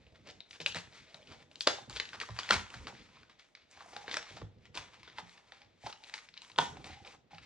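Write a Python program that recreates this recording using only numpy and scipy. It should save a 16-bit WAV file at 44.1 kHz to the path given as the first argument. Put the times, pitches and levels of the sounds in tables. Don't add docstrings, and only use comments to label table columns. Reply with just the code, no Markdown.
import sys
import numpy as np
from scipy import signal
from scipy.fft import rfft, irfft, next_fast_len
from scipy.io import wavfile

SR = 44100
rng = np.random.default_rng(int(sys.argv[2]) if len(sys.argv) > 2 else 0)


def output_pcm(signal):
    pcm = np.clip(np.atleast_2d(signal).T, -1, 1) * 32767
    wavfile.write(sys.argv[1], SR, np.round(pcm).astype(np.int16))


N = 328545

FAVOUR_DB = 36


def from_db(db):
    return 10 ** (np.asarray(db) / 20)


def rms_one(x):
    return x / np.sqrt(np.mean(x ** 2) + 1e-30)


def in_time(rows):
    s, *columns = np.transpose(rows)
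    return [np.interp(np.arange(N) / SR, s, c) for c in columns]


def at_hz(points, hz, order=1):
    points = np.array(points)
    return np.interp(np.log(np.maximum(hz, 1)), np.log(points[:, 0]), points[:, order])


def coloured(x, spectrum):
    size = next_fast_len(N)
    gain = from_db(at_hz(spectrum, np.fft.rfftfreq(size, 1 / SR)))
    return rms_one(irfft(rfft(x, size) * gain, size)[..., :N])


def band(x, low_hz, high_hz):
    return signal.sosfilt(signal.butter(2, [low_hz, high_hz], "band", fs=SR, output="sos"), x)


def drift(rate_hz):
    r = np.exp(-2 * np.pi * rate_hz * 40 / SR)
    noise = rng.standard_normal(N // 40 + 2002)
    slow = signal.lfilter([1], [1, -2 * r, r * r], noise)[2000:]
    return np.interp(np.arange(N) / 40, np.arange(len(slow)), rms_one(slow))


def ring(clicks, hz, t60_s):
    r = from_db(-60 / (t60_s * SR))
    w = 2 * np.pi * hz / SR
    return signal.lfilter([0, np.sin(w)], [1, -2 * r * np.cos(w), r * r], clicks + 1e-18)


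def add(out, s, sound):
    i = max(round(s * SR), 0)
    out[..., i:i + sound.shape[-1]] += sound[..., :N - i]


def grains(per_s, spread_db, clump_db):
    sizes = from_db(spread_db * np.minimum(rng.exponential(1, N), 5)) * rng.choice([-1, 1], N)
    draw = rng.random(N)
    chance = per_s * from_db(clump_db * drift(25)) / SR
    return sizes * (draw < chance)


# peak_s, rustle_db, hum_db, hiss_db, rise_s, fade_s (rise and fade each span STROKE_RANGE_DB)
SHEET_STROKES = [(0.158, -54, -7, -25, 0.035, 0.042), (0.27, -54, 3, -23, 0.034, 0.11),
                 (0.509, -56, -7, -8, 0.015, 0.14), (0.612, -54, 5, -4, 0.015, 0.035),
                 (0.678, -56.5, 13.5, 8.5, 0.023, .06), (0.76, -34.5, -3.5, -15.5, 0.016, 0.066),
                 (0.982, -51.5, -13, -18, 0.26, 0.1), (1.155, -55, -5, -16.5, 0.13, 0.39),
                 (1.323, -53.5, -2, -20, 0.099, 0.15), (1.424, -48.5, -2.5, -21, .047, .035),
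                 (1.519, -55.5, -2, -16, 0.024, 0.19), (1.62, -50, -3, 3, 0.021, 0.028),
                 (1.699, -36, -6, -14, .05, 0.11), (1.91, -48, -7, -10, 0.022, 0.35),
                 (2.01, -56, 1, -13, 0.022, 0.1), (2.147, -52, 4.5, -25, 0.029, 0.061),
                 (2.214, -40.5, -22, -12.5, 0.024, 0.087), (2.4, -45.5, -25, -18, .12, 0.42),
                 (2.53, -23.5, -6.5, -15.5, 0.035, 0.068), (2.578, -40.5, -7, -22, .05, 0.18),
                 (2.738, -51, -2, -11.5, 0.082, 0.19), (2.891, -45.5, -4, -17, 0.03, 0.047),
                 (3.297, -60, -7.5, -21.5, 0.01, 0.19), (3.394, -58.5, -17, -18.5, .01, 0.3),
                 (3.57, -56.5, -31.5, -31, .027, 0.061), (3.72, -60, -8, -8, .03, 0.073),
                 (3.896, -57, 3.5, -4, 0.13, 0.26), (3.974, -53.5, 8.5, -20, 0.039, 0.039),
                 (4.09, -39, 0.5, -33, 0.026, 0.062), (4.176, -35, -3.5, -20, 0.068, .035),
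                 (4.666, -62.5, -1.5, -21.5, 0.21, .04), (4.779, -33.5, -5, -18, 0.026, 0.056),
                 (5.078, -52, 0, -29, 0.011, 0.035), (5.199, -39.5, -3, -22, 0.047, 0.019),
                 (5.292, -59.5, -13, -9.5, 0.022, 0.14), (5.535, -54, -5, -21, .1, 0.15),
                 (5.619, -57.5, -4.5, -21, 0.019, .055), (5.865, -46.5, -7, -15.5, 0.067, 0.15),
                 (6.09, -52.5, -8, -16, .15, 0.11), (6.147, -42, -12.5, -16.5, 0.019, 0.13),
                 (6.373, -54, -16, -23, .05, 0.046), (6.427, -56, -7, -11.5, 0.028, 0.47),
                 (6.61, -37.5, -2, -11, 0.027, 0.12), (6.768, -47.5, -4, -26, 0.024, 0.17),
                 (6.86, -41.5, -14, -17, .035, 0.09), (6.89, -50, -2, -19, .05, 0.079),
                 (7.074, -49.5, -2.5, -19, .05, 0.42), (7.146, -56, -12, -15.5, 0.26, 0.023),
                 (7.314, -52, -11, -22.5, .012, 0.18), (7.44, -52.5, -23.5, -18, 0.036, .1)]
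# time_s, rustle_db, hum_centre_hz
HAND_WORK = [(0.0, -66.5, 630), (0.49, -67, 730), (0.75, -73, 950), (1.07, -66.5, 635), (1.49, -85, 730),
             (1.85, -61.5, 830), (2.2, -63, 1220), (2.48, -43, 960), (2.7, -64, 1120), (2.96, -56, 760),
             (3.23, -62, 1155), (3.3, -71.5, 984), (3.66, -85, 700), (3.76, -57.5, 960), (4.07, -51.5, 835),
             (4.29, -48.5, 900), (4.43, -55, 626), (4.51, -80, 600), (4.73, -88, 910), (4.85, -55, 1017),
             (5.1, -61.5, 905), (5.28, -55.5, 990), (5.77, -74.5, 800), (5.98, -69, 842), (6.32, -73, 980),
             (6.56, -68, 1050), (6.75, -56, 810), (7.04, -65, 797), (7.15, -61.5, 857), (7.2, -88, 720),
             (7.3, -74, 760), (7.45, -64, 890)]
STROKE_RANGE_DB = 20
STROKES_END_S, END_FADE_S = 7.15, 0.023
HANDLING_HUM_DB, HANDLING_HISS_DB = -7, -20


def rub_levels():
    t = np.arange(0, N, 44) / SR
    s, db, hum_db, hiss_db, rise, fade = np.transpose(SHEET_STROKES)[:, :, None]
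    rising = (s - t) / np.maximum(rise, .004)
    fading = (t - s) / np.maximum(fade, .004)
    shape_db = db - STROKE_RANGE_DB * np.where(t < s, rising, fading)
    ending = np.maximum(t - STROKES_END_S, 0) / END_FADE_S
    shape_db = shape_db - STROKE_RANGE_DB * (s < STROKES_END_S) * ending
    power = [np.sum(from_db(shape_db + part_db) ** 2, axis=0) for part_db in (0, hum_db, hiss_db)]
    strokes = [np.interp(np.arange(N) / SR, t, p) for p in power]
    parts_db = np.array([[0], [HANDLING_HUM_DB], [HANDLING_HISS_DB]])
    handling = from_db(in_time(HAND_WORK)[0] + parts_db) ** 2
    return 10 * np.log10(handling + strokes)


# mode_hz, level_db, t60_s
BOARD_MODES = [(330, -17, 0.073), (467, 7.5, 0.015), (610, 4, 0.035), (815, -2, 0.035), (989.5, 0, 0.031),
               (1187, 4, 0.02), (1474, 1, 0.025)]
# frequency_hz, level_db
RUSTLE_COLOUR = [(590, -33.5), (1000, -12), (1220, -8), (1680, -6), (2240, 0), (2840, -6), (3620, -4.5),
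                 (4850, -8.5), (7000, -18), (9100, -35), (15400, -120)]
HUM_RING = .6


def rubbing(rustle_db, hum_db, hiss_db):
    hum_hz = in_time(HAND_WORK)[1]
    slips = grains(3000, spread_db=0.5, clump_db=4.5)
    rustle = coloured(slips, RUSTLE_COLOUR) * from_db(rustle_db - 6.0 + 2.8 * drift(6.7))
    fine_slips = slips + grains(5000, spread_db=-2.0, clump_db=6.0)
    hiss = rms_one(band(fine_slips, 5300, 11000)) * from_db(hiss_db + 9.5)
    knocks = grains(900, spread_db=2.2, clump_db=5.0)
    hum = np.zeros(N)
    for k, (hz, mode_db, t60) in enumerate(BOARD_MODES):
        near_db = -FAVOUR_DB * np.abs(np.log2(hz / hum_hz))
        mode = rms_one(ring(np.roll(knocks, k), hz, HUM_RING * t60))
        hum += from_db(mode_db + near_db) * mode
    lone_fibres = grains(240, spread_db=3.5, clump_db=7.0)
    crackle = rms_one(band(lone_fibres, 750, 2500)) * from_db(rustle_db - 14.5)
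    return from_db(-1.5) * (rustle + crackle + hiss + hum * from_db(hum_db - 6.5))


# time_s, level_db
FLEX_LEVELS = [(0.0, -67.5), (0.77, -69), (1.0, -74.5), (1.31, -68), (1.72, -72.5), (1.84, -64),
               (2.45, -71.5), (2.59, -55), (2.76, -67.5), (2.86, -56.5), (3.11, -68.5), (3.46, -88.5),
               (3.9, -78), (4.23, -69), (4.42, -60.5), (4.54, -65.5), (4.85, -77), (5.23, -73.5),
               (6.0, -82.5), (6.49, -75.5), (6.6, -56.5), (6.81, -59), (7.14, -77), (7.45, -67.5)]
# frequency_hz, level_db
FLEX_SPECTRUM = [(15, -19.5), (25, -33), (59, -2.5), (114, -4), (314, -11), (370, -15.5), (500, -13),
                 (650, -39.5), (1100, -120)]


def flexing():
    air = coloured(rng.standard_normal(N), FLEX_SPECTRUM)
    return air * from_db(in_time(FLEX_LEVELS)[0] + 4.8 * drift(8.9))


# frequency_hz, level_db
FLOOR_COLOUR = [(15, -36.5), (25, -0.5), (112, -18), (213, -9), (335, -11), (637, -8), (1060, -19.5),
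                (3830, -24.5), (8550, -43.5), (15000, -42)]
FLOOR_DB = -74


def quiet_floor():
    shared, own = rng.standard_normal(N), rng.standard_normal((2, N))
    return from_db(FLOOR_DB) * coloured(shared + 1.8 * own, FLOOR_COLOUR)


# upper_crack_db, board_ring_db, knock_db, tick_db
SMALL_SNAP_PARTS = (-4, -8, -24.5, -21)
SMALL_OVER_RUSTLE_DB, SMALL_SPREAD_DB = 3.5, 2


def small_snaps(rustle_db, count):
    when, low, high = rng.random((count, 3)).T
    size, *parts = rng.standard_normal((count, 5)).T
    at = (when * N).astype(int)
    parts_db = np.array(SMALL_SNAP_PARTS)[:, None] + 6 * np.array(parts)
    upper_db, ring_db, knock_db, tick_db = parts_db
    db = rustle_db[at] + SMALL_OVER_RUSTLE_DB + SMALL_SPREAD_DB * size
    crack_hz, upper_hz = 1600 * 2 ** low, 3250 + 1200 * high
    ring_hz = in_time(HAND_WORK)[1][at]
    return np.transpose([at / SR, db, crack_hz, upper_hz, upper_db, ring_db, ring_hz, knock_db, tick_db])


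# start_s, level_db, crack_hz, upper_crack_hz, upper_crack_db, board_ring_db, ring_centre_hz, knock_db, tick_db
TAPE_SNAPS = [(0.0667, -51, 2700, 3180, -19, -11, 675, -3, -39),
              (0.2902, -44.5, 2120, 4320, -16, 0.5, 732, -9, -24),
              (0.3102, -45, 2500, 3560, -10, -9, 725, -23, 6),
              (0.405, -42.5, 2320, 3880, 13, -13, 697, -42, -40),
              (0.5092, -36, 2920, 3830, -28, -23, 1510, -40, -20),
              (0.5302, -41, 2310, 3310, -11, -23, 1490, -33, -23),
              (0.6023, -31.5, 2320, 3450, -24, -15, 616, -4, -10),
              (0.6615, -11.5, 2680, 3330, -14, -22.5, 706, -50, -8),
              (0.7218, -35, 2940, 4220, -8, -18, 1480, -34, -17),
              (0.7465, -32, 1730, 3920, 4.5, -26, 970, -19, 4),
              (1.144, -37.5, 2050, 3930, 5.5, -11.5, 695, -29, -30),
              (1.2288, -50.5, 2810, 3100, 1, -24, 605, -18, -29),
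              (1.273, -44.5, 2900, 4070, -2, -20, 710, -26, -26),
              (1.514, -47, 2780, 3570, 0, -27, 720, -24, -30),
              (1.5567, -39, 3230, 3730, -3, -32, 775, -35, 1),
              (1.6079, -19.5, 3430, 4470, -0.5, -30, 1010, -38, -7),
              (1.673, -17.5, 1690, 4580, 11, -10.5, 1528, -4.5, 2),
              (1.8974, -41, 1450, 4450, 9, -2.5, 897, -23, 13),
              (1.9283, -47, 3020, 3340, 11, -22, 1470, -16, -10),
              (1.9619, -34.5, 3200, 3670, -1, -5, 1504, -7, -31),
              (1.969, -27.5, 3180, 3270, -2, -23, 1500, -34, -20),
              (1.9996, -19.5, 2190, 3840, 3.5, -23, 1460, -20.5, -42),
              (2.054, -38, 2600, 3880, 0, -25, 1300, -30, -15),
              (2.0895, -34.5, 2750, 3870, -17, -25, 1314, -22, -23),
              (2.1317, -37, 1620, 3900, -23, -1, 1560, -37, -29),
              (2.2012, -30, 2420, 3790, -14, -30, 1310, -37, -3),
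              (2.2138, -27, 1910, 3400, -20, -47, 1480, -23, -36),
              (2.2886, -41, 2040, 4200, -18, 0.5, 1020, -5, -23),
              (2.3057, -43, 1770, 3900, -17, -11, 1180, -23, -28),
              (2.3645, -41, 1730, 3760, -16, -7, 825, -39, -32),
              (2.389, -25, 1820, 4600, 5, -10, 1150, -43, -5),
              (2.4325, -33, 3220, 3250, -10, -10, 1490, -30, 3),
              (2.4906, -25.5, 1900, 3540, -12, -27, 925, -36, -20),
              (2.5074, -10.5, 1850, 4270, -10, -2.5, 1393, -41, -4),
              (2.523, -21, 1500, 4200, -9, -9, 1260, -31.5, -22),
              (2.5411, -27.5, 2270, 4300, 9, -1, 1355, -29, -21),
              (2.7028, -39, 2620, 3960, -26, -20, 1140, -18, 1),
              (2.7411, -36, 1640, 3490, -15, -7.5, 1420, -18, -25),
              (2.8698, -32.5, 2100, 4100, -14, -4.5, 1220, -9.5, -27),
              (2.9504, -47, 1760, 3960, -23, -11.5, 821, -10, -36),
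              (3.2313, -47.5, 2570, 3770, -26, -4, 1510, -31, -42),
              (3.2963, -50, 1550, 5000, -15, -9.5, 1210, -25, -30),
              (3.3957, -47.5, 2690, 4470, 3, -9, 1400, -23.5, -28),
              (3.551, -38.5, 2120, 3720, -9.5, -29, 1480, -35, -38),
              (3.712, -55.5, 1860, 5150, 1, -16, 1500, -37.5, 15.5),
              (3.773, -47, 1700, 4080, -25, -2, 816, -16, -16),
              (3.806, -44.5, 1480, 4030, -16, -0.5, 1140, -23, -27),
              (3.9644, -33, 1600, 4560, -26, -4, 820, -23, -29),
              (4.08, -33, 1690, 3200, -17, -12, 816, -6, -27),
              (4.1136, -32, 2150, 3720, 5.5, -21, 835, -24, -33),
              (4.142, -26, 1880, 6050, 2, -9, 1470, -13.5, -22),
              (4.1693, -24, 1620, 5300, 7, -12, 1370, -35, -1),
              (4.2273, -35.5, 2170, 3460, -14, -11.5, 830, -26, -24),
              (4.3685, -41.5, 1830, 3640, -18, -0.5, 806, -17, -29),
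              (4.4161, -43, 1730, 3310, -15.5, 1.5, 1147, -2, -45),
              (4.6547, -51, 1895, 3270, 0.5, -23, 920, -31, 3),
              (4.7521, -35.5, 2610, 3900, -16.5, -13.5, 926, -11, 5.5),
              (4.774, -26, 2770, 4280, -11.5, -20, 914, -27, -23),
              (5.031, -43, 2180, 6000, -11, -6.5, 1050, -27, -26),
              (5.0771, -49.5, 1510, 3600, 8, -3, 1490, -3, -31),
              (5.099, -46, 1940, 3640, -4, -23, 1480, -25, -35),
              (5.1844, -32, 2030, 3440, -4, 2, 897, -18, -36),
              (5.2943, -49, 2170, 4080, 7, -13, 980, -21, -15),
              (5.3784, -48, 1750, 3350, -24, -24, 1450, -13, -29.5),
              (5.521, -41, 1810, 3620, 3.5, -6, 790, -37, -33),
              (5.6181, -47, 2290, 3700, -7, -14, 830, -25.5, -20.5),
              (5.8631, -35, 2080, 4000, -19, 1.5, 823, -26, -29.5),
              (5.9266, -35, 2840, 4080, 1, -11, 1250, -37, -37),
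              (6.0376, -41.5, 2300, 4100, -1, -19, 805, -35, -7),
              (6.0435, -45, 2600, 4000, 3, -17, 850, -32, -20),
              (6.088, -48, 2900, 3500, -3, -24, 850, -33, 3),
              (6.0965, -41, 1810, 3800, -2, -14, 820, -31, 2),
              (6.1394, -27.5, 2170, 4000, -15, -22, 950, -31, 0),
              (6.1789, -37, 2060, 4430, -13, -11, 1500, -37, -25),
              (6.1873, -37, 2160, 3640, -21, -10, 1240, -38, -27),
              (6.2876, -42.5, 2230, 4000, -22, -22, 680, -34, -35),
              (6.34, -44, 3200, 4160, 2.5, -15, 1400, -20, -28),
              (6.369, -46, 2300, 3600, -2, -18, 930, -30, -10),
              (6.3764, -37, 3120, 3930, 8.5, -31, 920, -31, -37),
              (6.419, -40.5, 2980, 3800, 5.5, -12, 966, -28, 6),
              (6.4475, -48.5, 2080, 3290, 5, -24, 939, -28, -7),
              (6.4992, -43.5, 2060, 4080, -11, -10, 980, -18, -22),
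              (6.5171, -46, 3130, 3960, 6, -17, 930, -29, -20),
              (6.5607, -43.5, 2210, 3300, 5, -5, 1335, -18, -23),
              (6.5863, -14, 1470, 3380, -1.5, 4, 955, -10.5, -4),
              (6.7695, -43, 2210, 3720, -15, -5, 797, -17, -20),
              (6.843, -34.5, 2290, 3620, -3, -16, 754, -25, -3),
              (7.0486, -39.5, 2340, 3470, -15.5, -6, 795, -28, -34),
              (7.0751, -38.5, 2600, 3410, -25.5, -14.5, 807, -20.5, -24.5),
              (7.3177, -50, 2360, 3580, -6, -4, 826, -19.5, -19),
              (7.3464, -44, 2920, 3900, -15.5, -4, 798, -22.5, -23),
              (7.3824, -38, 2750, 3640, -24, -6, 1320, -27, -30)]
KNOCK_TOP_HZ = 560
SNAP_SCATTER_DB = 0.5


def snaps(releases):
    out, t = np.zeros((2, N)), np.arange(2600) / SR
    short = t[:600]
    count = len(BOARD_MODES)
    modes_hz, modes_db, modes_t60 = np.transpose(BOARD_MODES)[:, :, None]
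    for s, db, hz, upper_hz, upper_db, ring_db, ring_hz, knock_db, tick_db in releases:
        strength, bend = rng.standard_normal((2, count, 1))
        noise = rng.standard_normal(600)
        pan_db = SNAP_SCATTER_DB * rng.standard_normal()
        tone = np.sin(2 * np.pi * hz * short) * from_db(-60 * short * hz / 13.0)
        upper_fade = from_db(upper_db - 60 * short * upper_hz / 19.0)
        tone += upper_fade * np.sin(2 * np.pi * upper_hz * short)
        ragged = 0.73 * band(noise * from_db(-60 * short / 0.022), 0.73 * hz, 1.363 * upper_hz)
        tick = from_db(tick_db) * band(noise[::-1] * from_db(-60 * short / 0.0085), 5700, 8300)
        near_db = -FAVOUR_DB * np.abs(np.log2(modes_hz / ring_hz))
        level_db = np.where(modes_hz > KNOCK_TOP_HZ, ring_db + near_db, knock_db)
        fade = from_db(modes_db + level_db + 1.8 * strength - 60 * t / modes_t60)
        pull = ring_hz / modes_hz[np.argmax(near_db)]
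        bent_hz = modes_hz * pull * (1 + 0.064 * bend * (near_db < near_db.max()))
        rise = 1 - np.exp(-(t * modes_hz / 1.2) ** 2)
        board = np.sum(fade * rise * np.sin(2 * np.pi * bent_hz * t), axis=0)
        sound = from_db(-1.0) * board
        sound[:600] += (tone + ragged + tick) * (1 - np.exp(-short / 0.00034))
        add(out, s, from_db(db + 4.5) * sound * from_db([[pan_db / 2], [-pan_db / 2]]))
    return out


# start_s, level_db, centre_hz, hold_s
TEARING_RUNS = [(0.264, -35.5, 2970, 0.028), (0.531, -40.5, 2350, 0.027), (0.598, -30.5, 3570, 0.022),
                (0.751, -25, 1700, 0.01), (0.914, -47, 660, 0.055), (1.292, -39, 940, 0.036),
                (1.666, -6.5, 746, 0.0018), (1.9, -26.5, 744, 0.003), (1.946, -24.5, 3280, 0.025),
                (2.127, -36, 1700, 0.012), (2.143, -35.5, 1094, 0.01), (2.197, -31, 2000, 0.024),
                (2.382, -23.5, 4440, 0.01), (2.496, -23, 1430, 0.041), (2.541, -18.5, 2290, 0.0097),
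                (2.733, -33, 504, 0.018), (2.871, -28.5, 1140, 0.0048), (3.801, -39.5, 1180, 0.021),
                (3.926, -41, 720, 0.018), (4.105, -28, 3890, 0.027), (4.359, -36.5, 840, 0.019),
                (4.738, -38.5, 2600, 0.04), (4.755, -45, 980, 0.068), (4.922, -40, 1500, 0.023),
                (5.171, -40.5, 885, 0.0043), (5.852, -25, 780, 0.011), (5.871, -38, 870, 0.024),
                (6.134, -37, 2740, 0.013), (6.575, -23.5, 970, 0.019), (7.05, -41, 830, 0.016)]
RIP_SWELL_S, RIP_T60_S = 0.0072, 0.053


def rips():
    out, t = np.zeros(N), np.arange(SR // 4) / SR
    crackle = grains(3500, spread_db=3.5, clump_db=4.0)
    for s, db, hz, hold in TEARING_RUNS:
        run = np.roll(crackle, -round(s * SR))[:len(t)]
        run = rms_one(band(run, hz / 2.26, hz * 1.81) + 1.1 * band(run, 300, 7000))
        swell = np.minimum(t / RIP_SWELL_S, 1) ** 3
        fade = from_db(-60 * np.maximum(t - RIP_SWELL_S - hold, 0) / RIP_T60_S)
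        add(out, s, from_db(db - 15.5) * swell * fade * run)
    return out


# start_s, level_db, pitch_hz, t60_s, front_db
KNEE_THUMPS = [(0.602, -50, 157, 0.2, -16.5), (0.756, -39.5, 172.4, 0.12, -3), (1.138, -53, 149, 0.11, -15),
               (1.672, -52, 123.4, 0.17, -10.5), (1.88, -45, 114, 0.17, 0), (1.928, -40.5, 52, 0.26, -15),
               (2.145, -65, 121, 0.22, -3), (2.298, -39, 113.2, 0.31, -5), (2.507, -38, 204, 0.26, 10.5),
               (2.547, -33.5, 85.4, 0.2, 7.5), (2.756, -41, 119.6, 0.15, -1), (2.799, -33.5, 68, 0.13, -22),
               (2.879, -59, 193, 0.22, 5.5), (2.931, -45.5, 224, 0.083, 1.5), (4.312, -48, 99, 0.12, 0),
               (4.421, -37, 104.4, 0.25, -2), (4.783, -47, 95.5, 0.21, -29), (5.222, -52, 176.5, 0.21, -12),
               (5.842, -42.5, 117, 0.14, 0.5), (6.587, -34, 156, 0.14, -11.5),
               (6.898, -45.5, 78.8, 0.24, -2.5), (7.328, -51.5, 168, 0.16, -4.5)]
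THUMP_RISE_CYCLES = .95


def thumps():
    out, t = np.zeros(N), np.arange(SR // 2) / SR
    lumps = drift(90)
    for s, db, hz, t60, front_db in KNEE_THUMPS:
        fade = from_db(-60 * t / t60) * (1 - np.exp(-t * hz / THUMP_RISE_CYCLES))
        modes = np.sin(2 * np.pi * hz * t)
        modes += 0.49 * np.sin(2 * np.pi * .62 * hz * t)
        modes += 0.27 * np.sin(2 * np.pi * 1.6 * hz * t)
        front_hz = hz + 900 * np.exp(-t / 0.0064)
        front = np.sin(2 * np.pi * np.cumsum(front_hz) / SR)
        front *= from_db(front_db - 60 * t / 0.065) * (1 - np.exp(-t / 0.0035))
        front *= 1 + 0.92 * np.roll(lumps, -round(s * SR))[:len(t)]
        add(out, s - .006, from_db(db) * front)
        add(out, s, from_db(db) * fade * modes)
    return out


# start_s, level_db, pitch_hz
AIR_PIPS = [(3.812, -44, 820), (3.859, -44.5, 710), (3.93, -45.5, 720), (3.967, -42.5, 784),
            (4.001, -43.5, 835), (4.042, -41, 814), (4.079, -50.5, 760), (4.136, -47, 816),
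            (4.17, -33.5, 613), (4.221, -52, 705), (4.368, -52.5, 817), (4.415, -49.5, 868),
            (4.754, -47, 920), (4.775, -40, 910), (4.935, -52.5, 990), (5.186, -37, 802), (5.843, -42, 800),
            (5.866, -31, 896), (6.004, -55, 844), (6.027, -51, 860), (6.139, -39.5, 890),
            (6.561, -55, 1040), (6.587, -13.5, 985), (6.67, -40, 784), (6.767, -50, 780), (6.841, -48, 720),
            (6.863, -48, 770), (6.902, -45, 781), (6.925, -50.5, 774), (6.971, -44, 805),
            (7.002, -47.5, 799), (7.05, -53.5, 834), (7.309, -51.5, 830), (7.332, -40.5, 795)]
PIP_T60_S = 0.042


def pips():
    out, t = np.zeros(N), np.arange(3000) / SR
    for s, db, hz in AIR_PIPS:
        shape = from_db(db - 60 * t / PIP_T60_S) * (1 - np.exp(-t / 0.0016))
        add(out, s, shape * np.sin(2 * np.pi * hz * t))
    return out


def near_bounce(lap):
    add(lap, 0.0088, from_db(-16) * band(lap, 800, 5500))


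# frequency_hz, t60_s, level_db, likeness
ROOM_ECHO = [(60, 0.37, -2.5, .9), (300, 0.28, 1.5, 0.32), (1020, 0.34, 0, 0.18), (3000, 0.32, -1, 0.9),
             (8050, 0.28, 1.5, .1), (14000, 0.22, 3, 0.056)]
ROOM_DB = -4.5
ROOM_GAP_S = .008


def echo_tail():
    t, tail = np.arange(SR // 3) / SR, 0
    noise = rng.standard_normal((2, len(t)))
    for hz in 50 * 2. ** np.arange(9):
        mid, side = band(noise, hz / np.sqrt(2), hz * np.sqrt(2))
        alike = np.clip(at_hz(ROOM_ECHO, hz, order=3), 0, 1)
        pair = np.sqrt(1 + alike) * mid + np.sqrt(1 - alike) * side * np.array([[1], [-1]])
        tail = tail + pair * from_db(at_hz(ROOM_ECHO, hz, order=2) - 60 * t / at_hz(ROOM_ECHO, hz))
    tail = tail * np.clip(t / ROOM_GAP_S - .5, 0, 1)
    return tail / np.sqrt(np.sum(tail ** 2) / 2)


def room(x):
    tails, hop = [echo_tail() for k in range(5)], SR // 3
    out, padded = np.zeros((2, N + 4 * hop)), np.pad(x, (hop, 2 * hop))
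    for k, i in enumerate(range(0, N + hop, hop)):
        piece = padded[i:i + 2 * hop] * signal.get_window("hann", 2 * hop)
        out[:, i:i + 3 * hop - 1] += signal.fftconvolve(piece[None], tails[k % 5], axes=1)
    return from_db(ROOM_DB) * out[:, hop:hop + N]


def scene():
    levels_db = rub_levels()
    releases = np.concatenate([TAPE_SNAPS, small_snaps(levels_db[0], count=45)])
    lap = snaps(releases) + rips() + pips() + thumps() + rubbing(*levels_db) + flexing()
    floor = quiet_floor()
    near_bounce(lap)
    return lap + room(lap.mean(axis=0)) + floor


# frequency_hz, level_db
MIC_RESPONSE = [(20, -25.5), (35, -2), (100, 2), (4500, 0.5), (6500, -6), (9000, -13), (11500, -26.5),
                (15000, -28.5)]
# frequency_hz, difference_db
LEFT_RIGHT_BALANCE = [(60, 0), (110, -2), (200, -1.5), (380, -2), (700, -1.5), (1290, -1.0), (2380, 0.5),
                      (4400, 5.5), (8120, -2), (15000, -2)]
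# frequency_hz, lead_rad
LEFT_RIGHT_PHASE = [(1000, -0.51), (2000, -0.74), (4000, -1.01), (8000, -1.75), (12000, -1.3)]
CUTOFF_HZ = 15600


def record(dry):
    size = next_fast_len(N + 4096)
    hz = np.fft.rfftfreq(size, 1 / SR)
    sides = np.array([[.5], [-.5]])
    gain = from_db(at_hz(MIC_RESPONSE, hz) + sides * at_hz(LEFT_RIGHT_BALANCE, hz))
    turn = np.exp(1j * sides * at_hz(LEFT_RIGHT_PHASE, hz))
    heard = irfft(rfft(dry, size) * gain * turn, size)[:, :N]
    return signal.sosfilt(signal.ellip(10, 1, 70, CUTOFF_HZ, fs=SR, output="sos"), heard)


dry = scene()
out = record(dry)
output_pcm(out)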